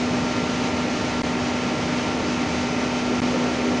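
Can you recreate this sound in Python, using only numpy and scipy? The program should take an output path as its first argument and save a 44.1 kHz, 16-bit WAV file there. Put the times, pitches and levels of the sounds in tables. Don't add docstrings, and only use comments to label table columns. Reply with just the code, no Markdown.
import sys
import numpy as np
from scipy import signal
from scipy.fft import rfft, irfft
from scipy.io import wavfile

SR = 44100
rng = np.random.default_rng(int(sys.argv[2]) if len(sys.argv) > 2 else 0)


def store_pcm(level_fs):
    pcm = np.round(np.clip(level_fs, -1, 1) * 32767).astype(np.int16)
    wavfile.write(sys.argv[1], SR, np.atleast_2d(pcm).T)


N = 167580


def undb(db):
    return 10 ** (np.asarray(db) / 20)


def level(x, db):
    return x * undb(db) / np.sqrt(np.mean(x ** 2))


def curve(points):
    return np.interp(np.arange(N) / SR, *np.array(points).T)


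def colour(x, points):
    hz, db = np.array(points).T
    bin_hz = np.arange(N // 2 + 1) * SR / N
    gain_db = np.interp(np.log(bin_hz + 1), np.log(hz), db)
    return irfft(rfft(x) * undb(gain_db), N)


def resonate(x, hz, width_hz):
    b, a = signal.iirpeak(hz, hz / width_hz, fs=SR)
    return signal.lfilter(b, a, signal.lfilter(b, a, x))


def drift(rate_hz):
    hz = np.arange(N // 2 + 1) * SR / N
    slow_band = (hz > 0) * np.exp(-(hz / rate_hz) ** 2)
    return level(irfft(rfft(rng.standard_normal(N)) * slow_band, N), 0)


def tone(hz, db, wow, flutter_db):
    cycles = np.cumsum(hz * (1 + wow * drift(2.9))) / SR + rng.random()
    return np.sqrt(2) * np.sin(2 * np.pi * cycles) * undb(db + flutter_db * drift(8.4))


def steel_echoes(x, span_s=(.002, .03), count=12):
    lags = (rng.uniform(*span_s, size=count) * SR).astype(int)
    signs = rng.choice([-1, 1], size=count)
    echoes = sum(sign * np.roll(x, lag) for sign, lag in zip(signs, lags))
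    return level(x, 0) + level(echoes, db=-11)


def blower(blade_hz=246.03):
    # t/s, level/dB
    blade_level = [(0, -26), (.5, -27.5), (1.1, -29), (1.7, -27.5), (2.3, -29.3), (2.65, -27.5),
                   (2.9, -27.5), (3.1, -25), (3.42, -25), (3.58, -29), (3.7, -23), (3.8, -30)]
    return tone(blade_hz, curve(blade_level), wow=0.00022, flutter_db=0.5)


def motors(mains_hz=50.02):
    # multiple of the mains frequency, level/dB
    harmonics = [(6, -37.5), (12, -41), (18, -42), (24, -57.5), (30, -52.5), (48, -52.5), (54, -56.5),
                 (60, -59)]
    # f/Hz, level/dB
    shaft_tones = [(24.4, -60), (75.8, -46.5), (174.4, -43), (392.4, -45.5), (450.6, -47), (492, -49.5),
                   (621.3, -42), (697, -52.5), (712, -48), (747.6, -47), (783.1, -41.5), (921.9, -51),
                   (929, -45), (1229.8, -47.5), (1368.4, -40.5), (2555.2, -49.5), (3019.8, -51.5)]
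    hum = sum(tone(k * mains_hz, db, wow=0.0001, flutter_db=0.5) for k, db in harmonics)
    whine = sum(tone(hz, db, wow=0.00025, flutter_db=1.04) for hz, db in shaft_tones)
    return hum + whine


def mould_chain():
    # f/Hz, width/Hz, relative level/dB
    resonances = [(180, 45, -4.5), (334.6, 51, -0.5), (385, 84, 2), (486, 57, 0), (537, 46, -1.5),
                  (710, 160, -6.5), (1340, 420, -20)]
    # t/s, level/dB
    rumble_level = [(0, -46), (1.5, -42), (2.2, -36), (2.6, -41), (3.05, -35), (3.31, -33.5), (3.42, -30.5),
                    (3.6, -32), (3.74, -27.5), (3.8, -35)]
    rub = rng.standard_normal(N)
    rumble = sum(undb(db) * resonate(rub, hz, width) for hz, width, db in resonances)
    return level(rumble, 0) * undb(curve(rumble_level))


def clunk(start_s=3.331, attack_s=0.011, gain_db=-19):
    # f/Hz, relative level/dB, t60/s
    modes = [(382, -9, 0.12), (464, -3, 0.11), (522, -1, .11), (1270, -12, .12)]
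    age = np.maximum(np.arange(N) / SR - start_s, 0)
    rise = np.minimum(age / attack_s, 1)
    since_peak = np.maximum(age - attack_s, 0)

    def envelope(t60_s):
        return rise * undb(gain_db - 60 * since_peak / t60_s)

    ring = sum(undb(db) * np.sin(2 * np.pi * hz * age) * envelope(t60) for hz, db, t60 in modes)
    tail = sum(undb(db) * resonate(rng.standard_normal(N), hz, width_hz=150) for hz, db, _ in modes)
    return ring + level(tail, db=-9) * envelope(t60_s=0.42)


def cooling_air(surge_db=0.6):
    # f/Hz, relative level/dB
    spectrum = [(400, -17), (1400, -2.5), (2050, -1), (2600, -1.5), (3600, -5), (4600, -5), (6500, -7.5),
                (6800, -11), (7900, -21.5), (8600, -24.5), (9100, -23), (9700, -36), (10400, -49)]
    hiss = colour(steel_echoes(rng.standard_normal(N)), spectrum)
    return level(hiss, db=-33.5) * undb(surge_db * drift(11))


def rails(swell_db=1.5):
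    rub = resonate(steel_echoes(rng.standard_normal(N)), hz=2164, width_hz=1210)
    return level(rub, db=-40) * undb(swell_db * drift(20))


def hall_roar(throb_db=0.4):
    # f/Hz, relative level/dB
    spectrum = [(20, -17), (42, -25), (62, -18), (76, -5), (100, -1), (200, 1.5), (270, 2), (340, -1.5),
                (400, -0.5), (560, -5), (750, -9), (950, -8.5), (1200, -9), (1450, -18), (2200, -14.5),
                (6000, -56)]
    roar = colour(rng.standard_normal(N), spectrum)
    return level(roar, db=-27.5) * undb(throb_db * drift(18))


def scene():
    # f/Hz, level/dB
    width = [(25, -10.5), (60, -21), (150, -49.5), (350, -45.5), (700, -32), (1400, -21.5), (2800, -20.5),
             (5600, -18.5), (7500, -14.5), (9000, -9)]
    mid = blower() + motors() + hall_roar() + cooling_air() + mould_chain() + clunk() + rails()
    side = colour(hall_roar() + cooling_air() + rails(), width)
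    return np.array([mid + side, mid - side])


def record(dry):
    # skip t/s, dropout t/s
    dropouts = [(.24, 1.2200), (2.22, 3.2040)]
    gap_s, edge_s, top_hz = .01333, .0001, 10100
    t = np.arange(N) / SR
    left = colour(dry[0], [(500, 0.058), (2500, -0.21), (8000, -.5)])
    right = colour(dry[1], [(500, 0), (2500, 0.046), (8000, .5)])
    ahead = sum((t > skip) & (t < start + gap_s / 2) for skip, start in dropouts)
    heard = np.array([left, right])[:, np.arange(N) + ahead * round(gap_s * SR)]
    gap = sum(np.tanh((t - start) / edge_s) - np.tanh((t - start - gap_s) / edge_s)
              for _, start in dropouts) / 2
    hiss = colour(rng.standard_normal(N), [(100, -8), (1000, -6), (6500, -11.5), (9000, -20)])
    lowpass = signal.ellip(8, .2, 80, top_hz, fs=SR, output="sos")
    return signal.sosfilt(lowpass, (1 - gap) * heard + gap * level(hiss, db=-47.5))


dry = scene()
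out = record(dry)
store_pcm(out)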